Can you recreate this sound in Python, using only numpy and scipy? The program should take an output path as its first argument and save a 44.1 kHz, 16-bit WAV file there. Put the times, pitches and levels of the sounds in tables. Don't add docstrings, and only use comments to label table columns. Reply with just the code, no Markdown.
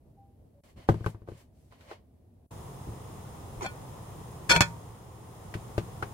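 import sys
import numpy as np
from scipy import signal
from scipy.fft import rfft, irfft, next_fast_len
from scipy.io import wavfile

SR = 44100
rng = np.random.default_rng(int(sys.argv[2]) if len(sys.argv) > 2 else 0)


def log_audio(samples):
    frames = np.atleast_2d(samples).T
    limited = np.clip(frames, -1, 1)
    pcm = np.round(limited * 32767).astype(np.int16)
    wavfile.write(sys.argv[1], SR, pcm)


N = 270333
T = np.arange(N) / SR
RING_T = T[:SR // 2]

# (frequency [Hz], relative density [dB per Hz])
GRATE = [(40, -3), (150, 14.5), (300, -0.5), (700, 1.5), (1100, 5), (2450, 3), (2900, -10), (3500, -7.5),
         (7200, -2.5), (8300, -11), (12000, -16.5), (15500, -35)]


def undb(db):
    return 10 ** (np.asarray(db) / 20)


def unit(x):
    return x / np.sqrt(np.mean(x ** 2))


def unit_attack(x):
    return x / np.sqrt(np.mean(x[:, :SR // 50] ** 2))


def shape(x, gain):
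    n = x.shape[-1]
    size = next_fast_len(n)
    hz = np.arange(size // 2 + 1) * SR / size + 1e-3
    return irfft(rfft(x, size) * gain(hz), size)[..., :n]


def colour(points):
    hz, db = np.transpose(points)
    return lambda f: undb(np.interp(np.log(f), np.log(hz), db))


def resonant(points, peaks):
    def gain(f):
        peak_power = sum(undb(db) ** 2 / (1 + (2 * (f - hz) / width) ** 2) for hz, width, db in peaks)
        return colour(points)(f) * np.sqrt(1 + peak_power)
    return gain


def air(gain, n=N, alike_hz=650):
    mid, side = rng.standard_normal((2, n))
    side = shape(side, lambda f: f / np.hypot(f, alike_hz))
    return unit(shape(np.array([mid + side, mid - side]), gain))


def fade(t60):
    return np.exp(-np.log(1000) * RING_T / t60)


def ring(modes, apart_hz):
    out = 0
    for hz, db, t60 in modes:
        phase = rng.uniform(-np.pi, np.pi, (2, 1)) * min((hz / apart_hz) ** 2, 1)
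        out = out + undb(db) * fade(t60) * np.sin(2 * np.pi * hz * RING_T + phase)
    return out


def window(start, length, edge_s=0.005):
    ramp_up = np.clip((T - start) / edge_s, 0, 1)
    ramp_down = np.clip((start + length - T) / edge_s + 1, 0, 1)
    return ramp_up * ramp_down


def swell(start, rise, hold, t60):
    release_t = np.maximum(T - start - rise - hold, 0)
    return np.clip((T - start) / rise, 0, 1) * np.exp(-np.log(1000) * release_t / t60)


def flicker(per_s):
    return np.interp(T * per_s, np.arange(4000), rng.standard_normal(4000))


def add(out, s, sound, pan_db):
    i = int(s * SR)
    sides = undb(np.array([[pan_db], [-pan_db]]) / 2)
    out[:, i:i + sound.shape[1]] += (sound * sides)[:, :N - i]


def quiet_room(gap_db=-18):
    # (frequency [Hz], relative density [dB per Hz])
    room_colour = [(15, -42), (25, -18), (79, -2), (152, -11), (169, -14.5), (246, -12.5), (305, -18),
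                   (433, -21.5), (537, -25.5), (631, -23.5), (1340, -46.5), (1900, -48.5), (15500, -62)]
    # (from [s], to [s])
    room_spans = [(0, .606), (.634, 2.464)]
    # (time [s], length [s], level [dB])
    bump_list = [(0.053, 0.064, -57.5), (0.385, 0.1, -58), (0.757, 0.054, -50), (3.561, 0.037, -41.5)]
    # (time [s], frequency [Hz], level [dB])
    tone_list = [(0.166, 792, -56.5), (.535, 569, -64.5)]
    room_db, mic_hiss_db = -58.5, -83.5
    tone_rise_s, tone_hold_s, tone_t60_s = 0.0202, 0.035, 0.41
    bump_colour = [(30, 6.0), (100, 7.5), (250, -2.0), (600, -9), (2000, -46.0)]
    hiss_colour = [(3000, -24.5), (7000, -12.5), (10000, -2.5), (15000, -6.5)]

    heard = sum(window(a, b - a) for a, b in room_spans)
    floor = air(colour(room_colour)) * undb(room_db) * np.maximum(heard, undb(gap_db))
    bumps = air(colour(bump_colour)) * sum(undb(db) * window(s, length) for s, length, db in bump_list)
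    tones = 0
    for s, hz, db in tone_list:
        envelope = swell(s, tone_rise_s, tone_hold_s, tone_t60_s)
        tones = tones + undb(db) * envelope * np.sin(2 * np.pi * hz * T)
    mic_hiss = air(colour(hiss_colour)) * undb(mic_hiss_db)
    return floor + bumps + heard * tones + mic_hiss


def burner(flutter_db=0.24, flutter_per_s=40, flame_pan_db=-0.1, jet_pan_db=1, onset_s=0.0074):
    # (frequency [Hz], relative density [dB per Hz])
    flame_colour = [(25, -11), (70, 0), (114, 6), (170, -3), (260, -10.5), (440, -9), (620, -15),
                    (760, -11.5), (1080, -14), (1600, -29), (1900, -26.5), (2600, -34.5), (4500, -48)]
    # (frequency [Hz], relative density [dB per Hz])
    jet_colour = [(1500, -72), (2500, 5.5), (3400, 9), (4600, 0.5), (6400, -1), (7700, 2.5), (9200, 1),
                  (11500, 5), (13500, 0.5), (15500, 3.5)]
    # (frequency [Hz], width [Hz], height [dB])
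    jet_peaks = [(5200, 330, 9), (6370, 390, 10), (7090, 310, 9), (8200, 110, 8), (8770, 165, 13),
                 (9770, 270, 4), (10560, 100, 10.5)]
    # (from [s], to [s])
    burner_spans = [(2.506, 6.2)]
    flame_db, jet_db = -43.5, -57.5
    lull_s, lull_width_s, flame_lull_db, jet_lull_db = 5.114, .33, -4, -4.5

    lull = np.exp(-((T - lull_s) / lull_width_s) ** 2)
    flame_level = undb(flame_db + flame_lull_db * lull + flutter_db * flicker(flutter_per_s))
    flame = air(lambda f: colour(flame_colour)(f) / (1 + (f / 4000) ** 6)) * flame_level
    jet = air(resonant(jet_colour, jet_peaks)) * undb(jet_db + jet_lull_db * lull)
    out = np.zeros((2, N))
    add(out, 0, flame, flame_pan_db)
    add(out, 0, jet, jet_pan_db)
    return out * sum(window(a, b - a, onset_s) for a, b in burner_spans)


def noise_swells(waver_db=-0.5, wavers_per_s=140):
    # (time [s], rise [s], hold [s], resonant noise level [dB], hiss level [dB])
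    swell_list = [(0.634, 0.0042, 0.066, -65, -69), (0.758, 0.017, 0.071, -58.5, -70),
                  (0.875, 0.014, 0.032, -53, -59.5), (0.943, .015, 0.1, -62, -69.5),
                  (1.026, 0.049, 0.024, -63, -59), (1.258, 0.037, 0.081, -64, -70),
                  (1.358, 0.023, 0.034, -64, -65.5), (1.513, 0.061, 0.19, -87.5, -76),
                  (1.705, 0.013, 0.035, -63, -77), (1.746, 0.075, 0.068, -61.5, -70.5),
                  (1.865, 0.044, 0.022, -50.5, -65.5)]
    # (frequency [Hz], width [Hz], height [dB])
    noise_peaks = [(590, 69, 9.5), (1056, 110, 9), (2000, 560, 4), (3030, 200, 6.5), (4350, 260, 4)]
    swell_t60_s = 0.18
    noise_colour = [(200, -1.0), (600, 7.5), (1400, -2), (2200, -1), (4800, -7.5), (6500, -13.5), (15000, -44.5)]
    hiss_colour = [(1500, -4.0), (4000, -3.5), (9000, -2), (15000, -9.5)]

    noise_power = hiss_power = 0
    for s, rise, hold, noise_db, hiss_db in swell_list:
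        envelope = swell(s, rise, hold, swell_t60_s)
        noise_power = noise_power + (undb(noise_db) * envelope) ** 2
        hiss_power = hiss_power + (undb(hiss_db) * envelope) ** 2
    wavering = undb(waver_db * flicker(wavers_per_s))
    noise = air(resonant(noise_colour, noise_peaks)) * np.sqrt(noise_power) * wavering
    hiss = air(colour(hiss_colour)) * np.sqrt(hiss_power)
    return noise + hiss


def knocks(dense_db=-3, dense_t60=0.083, tail_db=-24, tail_t60=0.55,
           utensil_db=-5, utensil_cycles=26, body_q=.6):
    # (time [s], thud [dB], body [dB], tick [dB], utensil pitch [Hz], left minus right [dB])
    knock_list = [(0.888, -18.5, -22.5, -43, 778, 3), (0.891, -55, -27.5, -48, 385, -6),
                  (0.942, -33.5, -48, -60, 940, 4), (1.007, -36, -57, -78, 1050, 3.5),
                  (1.043, -47, -48, -62, 1600, 9), (1.062, -26.5, -33.5, -46, 1070, 3),
                  (1.146, -41.5, -56.5, -78, 970, 2.5), (1.218, -47.5, -67, -81, 1040, 3),
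                  (1.275, -52, -53.5, -75, 736, -3), (1.286, -45.5, -43.5, -65, 520, 6),
                  (1.317, -41.5, -48.5, -73, 390, 3), (1.723, -80, -58, -69, 1010, -2),
                  (1.808, -69, -63, -63, 1430, 2), (1.913, -65, -43.5, -60, 773, 2),
                  (2.871, -40, -57, -84, 340, 1.5), (2.887, -34, -56, -84, 342, 1),
                  (5.54, -58, -40.5, -46, 1990, 0), (5.551, -34.5, -42.5, -69, 363, 3.5),
                  (5.779, -26, -30, -41, 584, 3.5), (6.025, -36.5, -32, -46, 1330, 3.5)]
    # (frequency [Hz], relative level [dB], t60 [s])
    worktop_modes = [(77.6, -7, 0.2), (108.5, 9.5, 0.15), (162, -4.5, 0.22), (218, -4, 0.207),
                     (341.6, 9.5, 0.073), (419, 2.5, 0.1), (432, -2.5, .08), (543, -4, 0.1),
                     (800, -6, 0.046), (1210, 6.5, 0.051), (1520, 6, .04), (1960, -14.5, 0.038),
                     (2367, -15, 0.029), (2890, -19.5, 0.075), (3277, -20, 0.083), (4460, -18, 0.061)]
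    # (frequency [Hz], relative level [dB])
    dense_colour = [(30, -27), (110, 9), (160, 9), (260, -10), (380, 3), (900, -5), (1400, -15),
                    (2200, -15.5), (4500, -24), (8000, -31), (15000, -38)]
    thud_below_hz, tick_above_hz = 267, 1870

    out = np.zeros((2, N))
    modes = unit_attack(ring(worktop_modes, apart_hz=993))
    bands = [(thud_below_hz, "low"), ([thud_below_hz, tick_above_hz], "band"), (tick_above_hz, "high")]
    registers = [signal.butter(3, hz, kind, fs=SR, output="sos") for hz, kind in bands]
    for s, *levels, pitch_hz, pan_db in knock_list:
        dense_decay = fade(dense_t60) + undb(tail_db) * fade(tail_t60)
        dense = air(colour(dense_colour), len(RING_T)) * dense_decay
        blow = modes + undb(dense_db) * unit_attack(dense)

        around_pitch = signal.iirpeak(pitch_hz, body_q, fs=SR)
        body = signal.lfilter(*around_pitch, signal.lfilter(*around_pitch, blow))
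        utensil = ring([(pitch_hz, 0, utensil_cycles / pitch_hz)], apart_hz=2500)
        body = unit_attack(body) + undb(utensil_db) * unit_attack(utensil)

        knock = 0
        for sos, part, db in zip(registers, [blow, body, blow], levels):
            knock = knock + undb(db) * unit_attack(signal.sosfilt(sos, part))
        add(out, s, knock, pan_db)
    return out


def pan_ring(split=0.014, twin_db=-5, twin_decay=0.33):
    # (frequency [Hz], relative level [dB], t60 [s])
    pan_modes = [(396, -7.5, 0.046), (575, -9, 0.26), (935, -7, 0.39), (1308, -11, 0.17), (1463, 3, 0.21),
                 (1780, -3.5, 0.16), (2080, -25, 0.079), (2324, 2.5, 0.15), (2522, 2, 0.15),
                 (2590, -8, 0.12), (3203, -1.5, 0.13), (3440, -1, 0.11), (3420, -23, 0.16),
                 (4323, -1, 0.14), (4370, 0.5, 0.12), (5150, -19, 0.102), (5300, -3, 0.11),
                 (6150, -8.5, 0.068), (7060, -31, 0.044), (7600, -2.5, 0.038), (8680, -4.5, 0.05),
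                 (9900, -14.5, 0.081)]
    twins = []
    for k, (hz, db, t60) in enumerate(pan_modes):
        twin_hz = hz * (1 + (-1) ** k * split)
        twins.append((twin_hz, db + twin_db, t60 * twin_decay))
    return ring(pan_modes + twins, apart_hz=1100)


def slides(slips_per_s=1500, scatter_db=3, rasp_t60=0.025, judder_q=6.1, judder_t60=0.04):
    # (time [s], length [s], ring level [dB], rasp level [dB], judder level [dB], judder frequency [Hz])
    slide_list = [(3.606, 0.021, -67, -54.5, -36.5, 900), (3.621, 0.027, -51, -42, -39, 340),
                  (3.64, 0.025, -42.5, -48.5, -35, 755), (4.4911, 0.0407, -18, -22.5, -31.5, 550),
                  (4.527, 0.055, -29, -37, -30.5, 630)]

    out = np.zeros((2, N))
    for s, length, ring_db, rasp_db, judder_db, judder_hz in slide_list:
        n = int(length * SR)
        pressure = np.sqrt(np.sin(np.pi * np.arange(n) / n))
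        slipping = rng.random(n) < slips_per_s / SR
        slip_size = undb(scatter_db * rng.standard_normal(n))
        slips = slipping * slip_size * rng.choice([-1, 1], n) * pressure

        def judder_gain(f):
            resonance = 1 / np.hypot(1, judder_q * (f / judder_hz - judder_hz / f))
            return resonance / np.hypot(1, f / 1800)

        rasp = air(colour(GRATE), len(RING_T)) * fade(rasp_t60)
        judder = air(judder_gain, len(RING_T)) * fade(judder_t60)
        for response, db in [(pan_ring(), ring_db), (rasp, rasp_db), (judder, judder_db)]:
            sound = signal.fftconvolve(response, slips[None], axes=1)
            slide_rms = np.sqrt(np.sum(sound ** 2) / (2 * n))
            add(out, s, undb(db) * sound / slide_rms, 0)
    return out


def clanks(clatter_t60=0.047, tail_db=-22, tail_t60=0.24):
    # (time [s], ring level [dB], clatter level [dB], thump level [dB], contact hardness [Hz],
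    # t60 of the grate's damping [s], left minus right [dB])
    clank_list = [(3.662, -39.5, -46, -45.5, 3160, 2.8, 1.5), (4.4952, -42, -33, -51, 10050, 1.1, 11),
                  (4.514, -24.5, -27, -35.5, 7400, 0.97, 6), (4.562, -25.5, -27.5, -29, 3310, 0.054, 2),
                  (4.6069, -25, -17.5, -34, 7060, 0.37, -0.5), (4.617, -23, -24.5, -36, 6860, 0.36, -2)]
    # (frequency [Hz], relative level [dB], t60 [s])
    stove_modes = [(68, 6, 0.16), (110.2, 3.5, 0.56), (167, 13.5, 0.5)]

    out = np.zeros((2, N))
    thump = unit_attack(ring(stove_modes, apart_hz=800))
    for s, ring_db, clatter_db, thump_db, contact_hz, damping_t60, pan_db in clank_list:
        clatter_decay = fade(clatter_t60) + undb(tail_db) * fade(tail_t60)
        clatter = air(colour(GRATE), len(RING_T)) * clatter_decay
        touch = signal.butter(2, contact_hz, fs=SR, output="sos")
        metal = signal.sosfilt(touch, pan_ring()) * fade(damping_t60)
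        clank = undb(ring_db) * unit_attack(metal) + undb(clatter_db) * unit_attack(clatter)
        add(out, s, clank + undb(thump_db) * thump, pan_db)
    return out


def scene():
    return quiet_room() + burner() + noise_swells() + knocks() + slides() + clanks()


def record(dry):
    top_hz = 15800
    dry = signal.sosfilt(signal.butter(2, 25, "high", fs=SR, output="sos"), dry)
    return signal.sosfilt(signal.ellip(10, .2, 80, top_hz, fs=SR, output="sos"), dry)


dry = scene()
out = record(dry)
log_audio(out)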